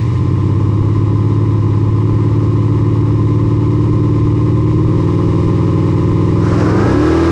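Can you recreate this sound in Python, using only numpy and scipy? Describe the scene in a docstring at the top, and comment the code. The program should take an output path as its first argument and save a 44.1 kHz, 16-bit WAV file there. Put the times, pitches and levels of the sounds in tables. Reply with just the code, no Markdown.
"""Two V8 drag cars on a start line, heard beside the near one. It loads up against the brake at a lumpy
fast idle: open pipes boom and rasp, the intake hisses, misfires thump. From 3.1 s one cylinder skips;
from 4.85 s it clears under part throttle. At 6.4 s the far car launches with a roar and a rising howl,
and at 6.7 s the near one goes to full throttle. A fast gain control holds the loud exhaust level."""
import sys
import numpy as np
from scipy import signal
from scipy.fft import rfft, irfft, next_fast_len
from scipy.io import wavfile
from scipy.ndimage import uniform_filter1d, minimum_filter1d, map_coordinates

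SR = 44100
rng = np.random.default_rng(int(sys.argv[2]) if len(sys.argv) > 2 else 0)


def file_out(sig):
    """Save sig as 16-bit WAV at sys.argv[1]."""
    # one column per channel
    cols = np.atleast_2d(sig).T
    # limit, then scale
    lim = np.clip(cols, -1, 1)
    pcm = np.round(lim * 32767).astype(np.int16)
    wavfile.write(sys.argv[1], SR, pcm)


N = 322371
T = np.arange(N) / SR


def amp(db):
    return 10 ** (np.asarray(db) / 20)


def unit(x):
    return x / np.sqrt(np.mean(x ** 2) + 1e-20)


def running_rms(x, window_s):
    """RMS level, smoothed twice."""
    size = max(int(window_s * SR), 1)
    return np.sqrt(np.abs(uniform_filter1d(uniform_filter1d(x ** 2, size), size)) + 1e-12)


def steady(x):
    """x with its slow level held at 1."""
    return x / running_rms(x, window_s=.1)


def ramp(start_s, length_s):
    """Linear rise from 0 to 1."""
    return np.clip((T - start_s) / length_s, 0, 1)


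def wobble(rate_hz):
    """Smooth random curve, rate_hz knots a second."""
    return map_coordinates(rng.standard_normal(int(N * rate_hz / SR) + 4), [T * rate_hz])


def coloured(x, shape, modes=()):
    """Minimum-phase filter of (frequency [Hz], gain [dB]) points, plus narrow resonances."""
    size = 2 * next_fast_len(N // 2 + SR // 4)
    hz = np.fft.rfftfreq(size, 1 / SR)
    shape_hz, shape_db = np.transpose(shape)
    gain_db = np.interp(np.log(hz + 1), np.log(shape_hz + 1), shape_db)
    cepstrum = irfft(np.log(amp(gain_db)))
    cepstrum[1:size // 2] *= 2
    cepstrum[size // 2 + 1:] = 0
    ring = 1 + sum(amp(db) * 1j * hz * width_hz / (centre_hz ** 2 - hz ** 2 + 1j * hz * width_hz)
                   for centre_hz, width_hz, db in modes)
    return irfft(rfft(x, size) * np.exp(rfft(cepstrum)) * ring, size)[:N]


def pulses(times, sizes):
    """Impulses at fractional sample times."""
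    whole, part = np.floor(times).astype(int), times % 1
    before = np.bincount(whole, sizes * (1 - part), N + 2)
    after = np.bincount(whole + 1, sizes * part, N + 2)
    return (before + after)[:N]


def cycles(rpm):
    """Count of four-stroke cycles, two turns each."""
    return np.cumsum(rpm) / 120 / SR


# Far engine speed, as heard: (time [s], speed [rpm])
FAR_SPEED_RPM = [(6.2, 2998), (6.46, 3850), (6.77, 5123), (6.92, 5446), (7.1, 5447), (7.31, 5194)]
# Far exhaust lines: (order [x cycle rate], relative level [dB])
HOWL_ORDERS_DB = [(6, -4.5), (8, 4), (10, -6), (11, -8), (13, -13.5), (14, -13.5), (16, -11), (18, -7),
                  (21, -13), (23, -6.5), (26, -15), (29, -5), (32, -16), (36, -11.5), (37, -9)]
# Gas rushing from wide-open pipes: (frequency [Hz], gain [dB])
ROAR_SHAPE_DB = [(250, -24.5), (420, -1), (500, 1), (720, -11.5), (1030, -9), (1280, -8), (1500, -10.5),
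                 (1650, -12.5), (1900, -16), (3400, -32), (5300, -26), (8300, -39), (10500, -48.5),
                 (14000, -75.5)]


def far_car(roar_s=6.39, roar_db=-23, howl_s=6.52, howl_db=-18.5, tear_turns=.085, recede_db_per_s=3.5):
    """Far launch: a roar of gas and a howl, torn by uneven firing, fade as the car pulls away."""
    rpm = np.interp(T, *np.transpose(FAR_SPEED_RPM))
    cycle = cycles(rpm * (1 + .0022 * wobble(60)))
    tilt_db_per_octave = 20 * (rpm / rpm.max() - 1)  # brightens with speed
    howl = np.zeros(N)
    for order, db in HOWL_ORDERS_DB:
        level_db = db + tilt_db_per_octave * np.log2(order / 8) + .5 * wobble(13)
        phase_turns = order * cycle + rng.random() + tear_turns * wobble(70)
        howl += amp(level_db) * np.cos(2 * np.pi * phase_turns)
    crackle_db = np.cos(2 * np.pi * 8 * cycle) + wobble(30)
    gas = amp(crackle_db) * rng.standard_normal(N)
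    howl = amp(howl_db) * ramp(howl_s, .1) * steady(howl)
    roar = amp(roar_db) * np.sqrt(ramp(roar_s, .23)) * unit(coloured(gas, ROAR_SHAPE_DB))
    return amp(-recede_db_per_s * np.maximum(T - howl_s, 0)) * (howl + roar)


# Near engine misfires: (time [s], level [dB])
MISFIRE_LEVELS_DB = [(.82, -18), (.985, -18), (1.67, -20), (1.9, -20), (2.13, -17), (3.445, -16),
                     (3.93, -17), (4.255, -15), (4.77, -18), (4.88, -17), (4.985, -17), (5.28, -16),
                     (5.475, -14), (6.125, -18), (6.53, -19)]


def misfires(width_s=.004):
    """A missed firing leaves a gap in the exhaust flow: one slow pressure swing, a dull thump."""
    thumps = np.zeros(N)
    for time_s, db in MISFIRE_LEVELS_DB:
        offset = (T - time_s) / width_s
        thumps += amp(db) * offset * np.exp(-np.minimum(offset ** 2 / 2, 50))
    return thumps


# The eight firings of a cycle: (bank [0 or 1], rasp level [dB], unsteadiness [0-1])
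FIRING_ORDER = [(0, -2.5, 0.94), (1, 0, 0.94), (1, 3, 0.85), (0, -3, 0.6), (1, 3, 0.5), (0, 1, 0.1),
                (0, 0.5, 0.94), (1, 4, 0.8)]
BANK, CYLINDER_RASP_DB, UNSTEADINESS = np.transpose(FIRING_ORDER)
FIRING_CYCLES = np.arange(8) / 8 + .022 * BANK  # one bank's sound has farther to go


def firings(cycle, jitter_cycles):
    """Sample time and cylinder of every firing."""
    count = int(cycle[-1]) + 1
    position = (np.arange(count)[:, None] + FIRING_CYCLES).ravel()
    position += jitter_cycles * rng.standard_normal(len(position))
    return np.interp(position, cycle, np.arange(N), right=N), np.arange(len(position)) % 8


# Valve train, belts and intake: (frequency [Hz], gain [dB])
HISS_SHAPE_DB = [(940, -28), (1600, -6.5), (2050, -2), (2240, -4), (2420, -2), (2640, -8.5), (2930, -6.5),
                 (3170, -9.5), (3750, -9), (4500, -12), (5240, -13.5), (6340, -16), (8110, -19),
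                 (10700, -33), (13900, -69), (22000, -120)]
# Ringing engine metal: (frequency [Hz], width [Hz], gain [dB])
BLOCK_MODES_HZ = [(1851, 90, -1.5), (2062.4, 62, -2), (2874, 70, -3), (3792, 120, -5), (5180, 350, -6)]


def hiss(cycle, tick_db=-13, tick_scatter_db=2):
    """Intake noise flutters with the firings; closing valves tick through the block."""
    flutter_db = -.4 * np.cos(2 * np.pi * 8 * cycle) + .43 * np.cos(np.pi * cycle) + .5 * wobble(25)
    times, _ = firings(cycle, jitter_cycles=.004)
    ticks = unit(pulses(times, amp(tick_scatter_db * rng.standard_normal(len(times)))))
    air = amp(flutter_db) * rng.standard_normal(N)
    return unit(coloured(air + amp(tick_db) * ticks, HISS_SHAPE_DB, BLOCK_MODES_HZ))


# Header resonances: (frequency [Hz], gain [dB])
HEADER_SHAPE_DB = [(350, -40), (480, -4), (545, -2.5), (600, -15.5), (760, -18), (850, -1.5), (970, -2),
                   (1035, 8), (1100, -2), (1260, -6), (1420, -19), (1900, -23.5), (2600, -30), (6000, -57)]


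def rasp(cycle, throttle, scatter_db=2.1, puff_decay_s=.0069, puff_depth=.25):
    """Each pulse's sharp front and puff of gas ring the headers; timing evens out at full throttle."""
    wander_cycles = .0035 * (1 - throttle ** 2) * wobble(300)  # slow, lean burn at idle
    times, cylinder = firings(cycle + wander_cycles, jitter_cycles=.001)
    sizes = amp(CYLINDER_RASP_DB[cylinder] + scatter_db * rng.standard_normal(len(times)))
    fronts = pulses(times, sizes)
    puffs = unit(signal.lfilter([1], [1, -np.exp(-1 / (puff_decay_s * SR))], fronts))
    gas = unit((1 - puff_depth + puff_depth * puffs) * rng.standard_normal(N))
    gas_db = 1 - 9 * throttle ** 2
    surge_db = np.cos(np.pi * cycle)  # strong and weak cycles alternate
    return amp(surge_db) * steady(coloured(unit(fronts) + amp(gas_db) * gas, HEADER_SHAPE_DB))


# Thud of a weak or strong firing: (frequency [Hz], gain [dB])
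THUD_SHAPE_DB = [(12, -27.5), (26, -13.5), (50, -9.5), (80, -4.5), (135, -6), (190, -7.5), (238, -20.5),
                 (295, -7.5), (400, -13), (520, -21.5), (700, -34.5), (1500, -90.5)]


def lope(cycle, skipping):
    """Uneven combustion: a weak firing leaves fuel behind, so that cylinder fires hard next time."""
    times, cylinder = firings(cycle, jitter_cycles=.002)
    luck = rng.standard_normal(len(times)).reshape(-1, 8)
    burn = signal.lfilter([1], [1, .5], luck, axis=0).ravel()
    surplus = np.tanh(burn) * UNSTEADINESS[cylinder]
    # skipping: the second cylinder catches only every other cycle
    every_other = (-1) ** (np.arange(len(times)) // 8)
    surplus += 1.2 * np.interp(times, np.arange(N), skipping) * every_other * (cylinder == 1)
    return steady(coloured(pulses(times, surplus), THUD_SHAPE_DB))


# Uneven firing of two banks: (order [x cycle rate], idle [dB], half throttle [dB], wide open [dB])
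BOOM_ORDERS_DB = [(2, -12.5, -9, -4), (3, -20.5, -13.5, -12), (4, -11.5, -11.5, -3.5),
                  (5, -12.5, -9.5, -18), (6, -6, -7, -1.5), (7, -13.5, -18.5, -1.5), (8, 0, 1.5, 6.5),
                  (9, -9.5, -9, -0.5), (10, -14.5, -3, 0.5), (11, -6, -10.5, -12.5), (12, -8.5, -8, -9.5),
                  (13, -13, 1.5, -9), (14, -11, -1.5, -7.5), (15, -9, -2, 4.5), (16, -0.5, -4.5, -6.5),
                  (17, -21.5, -11, -5.5), (18, -6.5, 0.5, -5.5), (19, -7.5, -14, -1.5),
                  (20, -6.5, -13.5, -9), (21, -19, 1, -3.5), (22, -11.5, -10.5, -8.5),
                  (23, -22.5, -2.5, -16), (24, -8.5, -13.5, -10.5), (25, -21, -8.5, -19.5),
                  (26, -14, -5.5, -13.5), (27, -11.5, -3.5, -3.5), (28, -14, -21.5, -1.5),
                  (29, -17.5, -23, 1.5)]
# Exhaust resonances: (frequency [Hz], gain [dB])
PIPE_SHAPE_DB = [(30, -26), (60, -17), (85, -8), (106, 0), (138, -15), (175, -15), (208, -17), (236, -32),
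                 (296, -15), (355, -17), (420, -25), (540, -30), (720, -39), (1030, -29)]


def boom(cycle, throttle, skipping, dispersion_rad=.17):
    """The periodic pulse train resonates in the pipes, with the lope on top."""
    tone = np.zeros(N)
    for order, *levels_db in BOOM_ORDERS_DB:
        phase_rad = np.angle(np.sum(np.exp(-2j * np.pi * order * FIRING_CYCLES)))
        phase_rad -= dispersion_rad * order ** 2  # higher tones linger in the pipes
        gain = np.interp(throttle, [0, .5, 1], amp(levels_db))
        tone += gain * np.cos(2 * np.pi * order * cycle + phase_rad)
    lope_db = -12 - 4 * throttle ** 2
    return steady(steady(coloured(tone, PIPE_SHAPE_DB)) + amp(lope_db) * lope(cycle, skipping))


# Near engine held against the brake: (time [s], speed [rpm])
BRAKED_SPEED_RPM = [(0.0, 1733), (0.25, 1913), (0.6, 2056), (1.4, 2143), (1.7, 2096), (2.1, 2173),
                    (3.1, 2184), (3.95, 2256), (4.3, 2233), (5.25, 2416), (5.7, 2438), (6.0, 2388),
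                    (6.4, 2506), (6.73, 2540)]


def near_car(squeeze_s=4.85, part_throttle=.26, launch_s=6.72, stall_rpm=5000, flare_s=.21):
    """The throttle opens in two steps, squeeze and launch; revs flare to the converter's stall speed."""
    squeeze, launch = ramp(squeeze_s, .15), ramp(launch_s, .25)
    throttle = part_throttle * squeeze + (1 - part_throttle) * launch
    skipping = .69 * ramp(start_s=3.1, length_s=.7) * (1 - ramp(squeeze_s, 1.85))
    held_rpm = np.interp(T, *np.transpose(BRAKED_SPEED_RPM))
    flare = 1 - np.exp(-(np.maximum(T - launch_s, 0) / flare_s) ** 1.62)
    rpm = held_rpm + (stall_rpm - held_rpm) * flare
    cycle = cycles(rpm * (1 + .002 * wobble(14)))

    held_octaves = np.log2(held_rpm / 2200)
    surge_db = 3 * np.exp(-((T - launch_s - .26) / .09) ** 2)  # the converter takes the load
    settling_db = 8 * np.exp(-T / .23)
    boom_db = -12.5 + 8 * held_octaves - 1.5 * squeeze + launch + surge_db
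    rasp_db = -33.5 + 7.5 * held_octaves + .9 * squeeze
    hiss_db = -45 + 10.5 * held_octaves + 1.5 * squeeze + 7.5 * launch + settling_db

    exhaust = amp(boom_db) * boom(cycle, throttle, skipping) + amp(rasp_db) * rasp(cycle, throttle)
    intake = hiss(cycle)
    sizzle = unit(np.diff(intake, 4, prepend=np.zeros(4)))  # bright edge of the wide-open intake
    return exhaust + amp(hiss_db) * intake + amp(-48) * launch * sizzle


def scene():
    """Both cars, mono."""
    return (near_car() + misfires() + far_car())[None]


def record(dry, ceiling_db=-10, makeup_db=2, peak_limit=.8, top_hz=15400):
    """Fast gain control, peak limiter, band limit."""
    level = running_rms(dry[0], window_s=.022)
    overload = level / amp(ceiling_db - makeup_db)
    held = dry * amp(makeup_db) / (1 + overload ** 10) ** (1 / 10)
    peak_gain = np.minimum(1, peak_limit / (np.abs(held) + 1e-9))
    limited = held * uniform_filter1d(minimum_filter1d(peak_gain, size=400), size=300)
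    return irfft(rfft(limited) * (np.fft.rfftfreq(N, 1 / SR) < top_hz), N)


dry = scene()
out = record(dry)
file_out(out)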